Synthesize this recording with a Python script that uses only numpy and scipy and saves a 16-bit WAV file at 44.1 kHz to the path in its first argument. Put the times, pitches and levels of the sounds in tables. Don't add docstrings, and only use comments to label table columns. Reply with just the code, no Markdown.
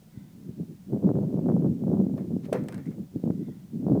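import sys
import numpy as np
from scipy import signal
from scipy.fft import rfft, irfft
from scipy.io import wavfile
from scipy.ndimage import uniform_filter1d

SR = 44100
rng = np.random.default_rng(int(sys.argv[2]) if len(sys.argv) > 2 else 0)


def file_out(sig):
    cols = np.atleast_2d(sig).T
    lim = np.clip(cols, -1, 1)
    pcm = np.round(lim * 32767).astype(np.int16)
    wavfile.write(sys.argv[1], SR, pcm)


N = 176400

# (time [s], plank thud [dB], frame clatter [dB], sharp tick [dB])
BLOWS = [(2.178, -27.5, -45.5, -64), (2.456, -48, -51, -47), (2.526, -13, -48, -70),
         (2.5289, -53, -28.5, -22), (2.542, -22.5, -32, -51), (2.550, -13.5, -40, -57),
         (2.6379, -59, -48, -45), (2.685, -27.5, -40, -32), (2.7241, -55, -46, -38),
         (2.7436, -46, -45, -35.5), (2.7789, -43, -44, -45), (2.860, -48, -51.5, -48),
         (2.9067, -58, -50.5, -55)]
# (frequency [Hz], level [dB])
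PLANK_MODES = [(224, -4), (366, -7), (455, -10), (501, 0), (541, -13), (592, -8), (659, -18), (692, -16),
               (770, -20), (898, -18), (997, -20)]
FRAME_MODES = [(1042, -1), (1222, -3), (1369, 0), (1481, 1), (1751, -2), (1901, -4), (2067, -4), (2155, 0),
               (2323, -1), (2530, -9), (2666, -9), (3145, -17)]
# (frequency [Hz], level [dB])
KNOCK_SPECTRUM = [(80, -30), (250, -4), (400, 1), (520, 1), (640, -4), (780, -13), (1100, -21), (2500, -44),
                  (8000, -70)]
CLATTER_SPECTRUM = [(200, -1), (600, 14.5), (1100, 3), (1500, 3.5), (2250, 0), (2800, -11), (9000, -23),
                    (16000, -26)]
TICK_SPECTRUM = [(500, 12.5), (2000, 6), (4000, -1), (7200, -5), (8500, 2), (10000, -9), (11500, -5),
                 (14000, -15), (17000, -30)]
SCUFF_SPECTRUM = [(300, -8), (1000, 0.5), (4200, -8), (7000, -17), (15000, -25)]
# (centre time [s], half width [s], level [dB])
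SCUFFS = [(2.178, 0.0075, -65), (2.452, 0.012, -57.5)]
# (time [s], ringing pitch [Hz], level [dB])
PEDAL_SLIDE = [(2.71, 1500, -82), (2.728, 1510, -53), (2.765, 1620, -68), (2.79, 1880, -72),
               (2.835, 1840, -66), (2.88, 2150, -67.5), (2.96, 2120, -82)]
# (time [s], rumble level [dB], flutter level [dB])
GUSTS = [(0, -63, -65.5), (.11, -76, -65), (0.171, -48.5, -68), (.3, -56.5, -87), (0.489, -42.5, -56),
         (0.549, -51, -76), (0.606, -31, -51), (0.678, -49.5, -73), (0.716, -39, -62), (.79, -65, -83),
         (.87, -49.5, -70), (0.936, -25, -27), (0.997, -37, -46), (1.048, -23.5, -29), (1.107, -27, -29),
         (1.133, -40, -47), (1.151, -21.5, -31.5), (1.239, -28, -31.5), (1.269, -31, -48),
         (1.339, -29.5, -34.5), (1.42, -30.5, -41), (1.486, -23.5, -23), (1.55, -24, -39.5),
         (1.66, -23.5, -33), (1.705, -23.5, -47), (1.781, -38.5, -52.5), (1.838, -28, -40),
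         (1.92, -23, -29.5), (1.999, -20.5, -31.5), (2.073, -30.5, -47.5), (2.19, -32, -37.5),
         (2.262, -37.5, -49.5), (2.351, -28.5, -40), (2.42, -42.5, -75), (2.488, -33.5, -39),
         (2.56, -33.5, -73), (2.63, -31, -43), (2.69, -43.5, -41.5), (2.795, -36, -60), (2.84, -47, -78),
         (2.89, -27.5, -69), (2.941, -48, -51), (3.001, -31, -45.5), (3.092, -62, -82), (3.167, -27, -65),
         (3.21, -48.5, -54), (3.27, -24, -31.5), (3.33, -32.5, -52), (3.431, -33.5, -57), (3.461, -53, -62),
         (3.487, -28.5, -45.5), (3.529, -44, -65), (3.687, -56, -79), (3.759, -26, -61),
         (3.82, -35.5, -50.5), (3.879, -25, -31), (3.931, -18, -25.5), (4.0, -28, -33)]
# (frequency [Hz], level [dB])
RUMBLE_SPECTRUM = [(20, -44), (48, -43), (100, -10.5), (140, -3), (185, 1.5), (285, -4), (370, -12),
                   (520, -28), (1500, -74.5)]
ROLL_SPECTRUM = [(25, -17.5), (55, -1), (130, 13.5), (200, 18.5), (400, -45.5)]
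FLUTTER_SPECTRUM = [(30, -48), (180, -7), (330, 2), (550, -4), (800, -18.5), (1600, -42), (2200, -71)]
FINE_SPECTRUM = [(200, -38), (600, 19.5), (1000, -10), (2000, -23), (3000, -45)]
# (time [s], peak [dB], half width [s])
BUFFETS = [(.174, -30.5, 0.0023), (0.492, -24.5, 0.0017), (0.599, -24.5, 0.0013), (.632, -30.5, 0.001),
           (.945, -25, .0008), (.973, -24, 0.00082), (1.039, -16.5, 0.0011), (1.091, -19, 0.00046),
           (1.115, -15, 0.00074), (1.155, -25, 0.00048), (1.223, -26, 0.00075), (1.343, -16, 0.00091),
           (1.392, -17, 0.00077), (1.489, -21, 0.00044), (1.5, -22, 0.00043), (1.52, -30, 0.00039),
           (1.566, -15.5, 0.00067), (1.646, -18, 0.00068), (1.838, -23, 0.00062), (1.932, -20.5, 0.00072),
           (1.944, -18.5, 0.00075), (1.972, -17.5, 0.00087), (2.001, -16, 0.00079), (2.067, -19.5, 0.00088),
           (2.141, -21.5, 0.0009), (2.307, -21.5, 0.001), (2.366, -17.5, 0.001), (3.16, -19, 0.0012),
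           (3.239, -15.5, 0.00097), (3.276, -19, 0.00077), (3.302, -12.5, 0.00096), (3.307, -36, 0.00024),
           (3.867, -17, .00066), (3.92, -13.5, 0.0008), (3.954, -14, 0.00083), (3.978, -14.5, 0.0009)]
# (centre time [s], half width [s], level [dB], pitch [Hz], glide [Hz/s])
FAR_CALLS = [(0.157, 0.05, -69, 499, 62), (3.407, 0.063, -72, 507, 1), (3.495, 0.03, -70.5, 490, -350)]
# (multiple of the pitch [-], level [dB])
CALL_OVERTONES = [(2, -5), (3, -6), (4, 0), (7, -5)]
# (frequency [Hz], level [dB])
HISS_SPECTRUM = [(30, 14), (200, -4), (600, 8.5), (1200, -1), (2500, -3), (6000, -4), (10000, -6),
                 (17000, -10)]

PLANK_DB, PLANK_T60_S, KNOCK_DB, KNOCK_T60_S = -5, .16, -6, .06
FRAME_DB, FRAME_T60_S, CLATTER_DB, CLATTER_T60_S = -8, .19, -9, .26
CONTACT_S, TICK_T60_S, TICK_TAIL_DB, TICK_TAIL_T60_S = .00078, .024, -31, .17
SLIPS_PER_S, SLIP_T60_S = 170, .027
RUMBLE_DB, PUFFS_PER_S, PUFF_DB, STEADY_S = 1, 28, 1.6, .13
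FLUTTER_DB, EDDIES_PER_S, EDDY_SCATTER_DB = -1, 380, 5.5
STRONG_GUST_DB, ROLL_DB, FINE_DB = -30, -42, -65
ROLL_GROWTH, FINE_GROWTH = .27, 3
BUFFET_DB, BUFFET_LOW_HZ = 1, 171.5
CALL_WAVER, CALL_WAVERS_PER_S, CALL_ECHO_T60_S = .045, 140, .66
MIC_LOW_HZ, TOP_HZ = 65.6, 17200
HISS_DB, WHINE_DB, WHINE_HZ = -65, -73.5, 14999


def unicycle_blows():
    out, t = np.zeros(N), np.arange(SR // 2) / SR
    noises = [noise(KNOCK_SPECTRUM), noise(CLATTER_SPECTRUM), noise(TICK_SPECTRUM)]
    push = 1 - np.exp(-(t / CONTACT_S) ** 2)
    for start, thud_db, clatter_db, tick_db in BLOWS:
        i = rng.integers(N - len(t))
        knock, clatter, tick = (x[i:i + len(t)] for x in noises)
        plank = undb(PLANK_DB) * ring(t, PLANK_MODES, PLANK_T60_S, scatter_db=1)
        plank += undb(KNOCK_DB) * knock * fade(t, KNOCK_T60_S)
        frame = undb(FRAME_DB) * ring(t, FRAME_MODES, FRAME_T60_S, scatter_db=3)
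        frame += undb(CLATTER_DB) * clatter * fade(t, CLATTER_T60_S)
        contact = tick * (fade(t, TICK_T60_S) + undb(TICK_TAIL_DB) * fade(t, TICK_TAIL_T60_S)) / 2
        blow = undb(thud_db) * plank * push + undb(clatter_db) * frame + undb(tick_db) * contact
        add(out, start, blow)
    return out


def scuffs(t):
    grit = rng.standard_normal(N) ** 3
    return colour(grit, SCUFF_SPECTRUM) * swells(t, SCUFFS)


def pedal_scrape(t):
    when, hz, db = np.array(PEDAL_SLIDE).T
    slips = (rng.random(N) < SLIPS_PER_S / SR) * rng.standard_normal(N)
    carrier = np.exp(2j * np.pi * np.cumsum(np.interp(t, when, hz)) / SR)
    ringing = carrier * signal.fftconvolve(slips / carrier, fade(t[:SR // 10], SLIP_T60_S))[:N]
    return unit(ringing.imag) * undb(np.interp(t, when, db, left=-np.inf, right=-np.inf))


def wind(t):
    when, rumble_points, flutter_points = np.array(GUSTS).T
    rumble_db, flutter_db = np.interp(t, when, rumble_points), np.interp(t, when, flutter_points)
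    rumble = steady(noise(RUMBLE_SPECTRUM), STEADY_S)
    rumble *= undb(rumble_db + RUMBLE_DB + PUFF_DB * wander(PUFFS_PER_S))
    roll = noise(ROLL_SPECTRUM) * undb(ROLL_DB + ROLL_GROWTH * (rumble_db - STRONG_GUST_DB))
    eddies = (rng.random(N) < EDDIES_PER_S / SR) * rng.choice([-1, 1], N)
    eddies = eddies * undb(EDDY_SCATTER_DB * rng.standard_normal(N))
    flutter = steady(colour(eddies, FLUTTER_SPECTRUM), 2 * STEADY_S) * undb(flutter_db + FLUTTER_DB)
    fine = steady(colour(eddies, FINE_SPECTRUM), 2 * STEADY_S)
    fine *= undb(FINE_DB + FINE_GROWTH * (flutter_db - STRONG_GUST_DB))
    return rumble + roll + flutter + fine


def buffets(t):
    out = np.zeros(N)
    high_pass = signal.butter(3, BUFFET_LOW_HZ, "high", fs=SR, output="sos")
    for when, db, half_width in BUFFETS:
        near = np.abs(t - when) < .04
        pressure = 1 / (1 + ((t[near] - when) / half_width) ** 2)
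        thump = signal.sosfilt(high_pass, pressure)
        out[near] += undb(db + BUFFET_DB) * thump / np.abs(thump).max()
    return out


def far_calls(t):
    out = np.zeros(N)
    waver = 1 + CALL_WAVER * wander(CALL_WAVERS_PER_S)
    for when, half_width, db, hz, glide in FAR_CALLS:
        phase = 2 * np.pi * np.cumsum((hz + glide * (t - when)) * waver) / SR
        voice = sum(undb(tone_db) * np.sin(k * phase) for k, tone_db in CALL_OVERTONES)
        out += unit(voice) * swells(t, [(when, half_width, db)])
    echoes = rng.standard_normal(SR) * fade(t[:SR], CALL_ECHO_T60_S)
    return signal.fftconvolve(out, echoes / np.linalg.norm(echoes))[:N]


def ring(t, modes, t60, scatter_db):
    hz, db = np.array(modes, float).T[:, :, None]
    gains = undb(db + scatter_db * rng.standard_normal(db.shape))
    tones = np.sum(gains * np.sin(2 * np.pi * hz * t), axis=0)
    return tones * fade(t, t60) / np.sqrt(np.sum(gains ** 2)) / 2


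def colour(x, spectrum):
    hz, db = np.array(spectrum, float).T
    bins_hz = np.maximum(np.fft.rfftfreq(N, 1 / SR), 1)
    gains = undb(np.interp(np.log(bins_hz), np.log(hz), db))
    cepstrum = irfft(np.log(gains), N)
    cepstrum[1:N // 2] *= 2
    cepstrum[N // 2 + 1:] = 0
    return unit(irfft(rfft(x) * np.exp(rfft(cepstrum)), N))


def noise(spectrum):
    return colour(rng.standard_normal(N), spectrum)


def steady(x, seconds):
    size = max(int(seconds * SR / 2), 1)
    power = uniform_filter1d(uniform_filter1d(x ** 2, size), size)
    return x / np.sqrt(np.abs(power) + 1e-12)


def wander(rate):
    size = int(SR / rate)
    held = np.repeat(rng.standard_normal(N // size + 1), size)
    return unit(uniform_filter1d(uniform_filter1d(held, size // 2), size // 2)[:N])


def swells(t, rows):
    return sum(undb(db) * np.exp(-.5 * ((t - when) / half_width) ** 2) for when, half_width, db in rows)


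def fade(t, t60):
    return (t >= 0) * np.exp(-np.log(1000) * np.maximum(t, 0) / t60)


def add(out, start, sound):
    i = int(start * SR)
    out[i:i + len(sound)] += sound[:max(N - i, 0)]


def undb(db):
    return 10 ** (np.asarray(db) / 20)


def unit(x):
    return x / np.sqrt(np.mean(x ** 2))


def scene():
    t = np.arange(N) / SR
    return (wind(t) + buffets(t) + unicycle_blows() + scuffs(t) + pedal_scrape(t) + far_calls(t))[None]


def record(dry):
    heard = signal.sosfilt(signal.butter(3, MIC_LOW_HZ, "high", fs=SR, output="sos"), dry)
    whine = np.sqrt(2) * undb(WHINE_DB) * np.sin(2 * np.pi * WHINE_HZ * np.arange(N) / SR)
    hiss = undb(HISS_DB) * noise(HISS_SPECTRUM)
    low_pass = signal.ellip(10, .2, 80, TOP_HZ, fs=SR, output="sos")
    return signal.sosfilt(low_pass, heard + whine + hiss)


dry = scene()
out = record(dry)
file_out(out)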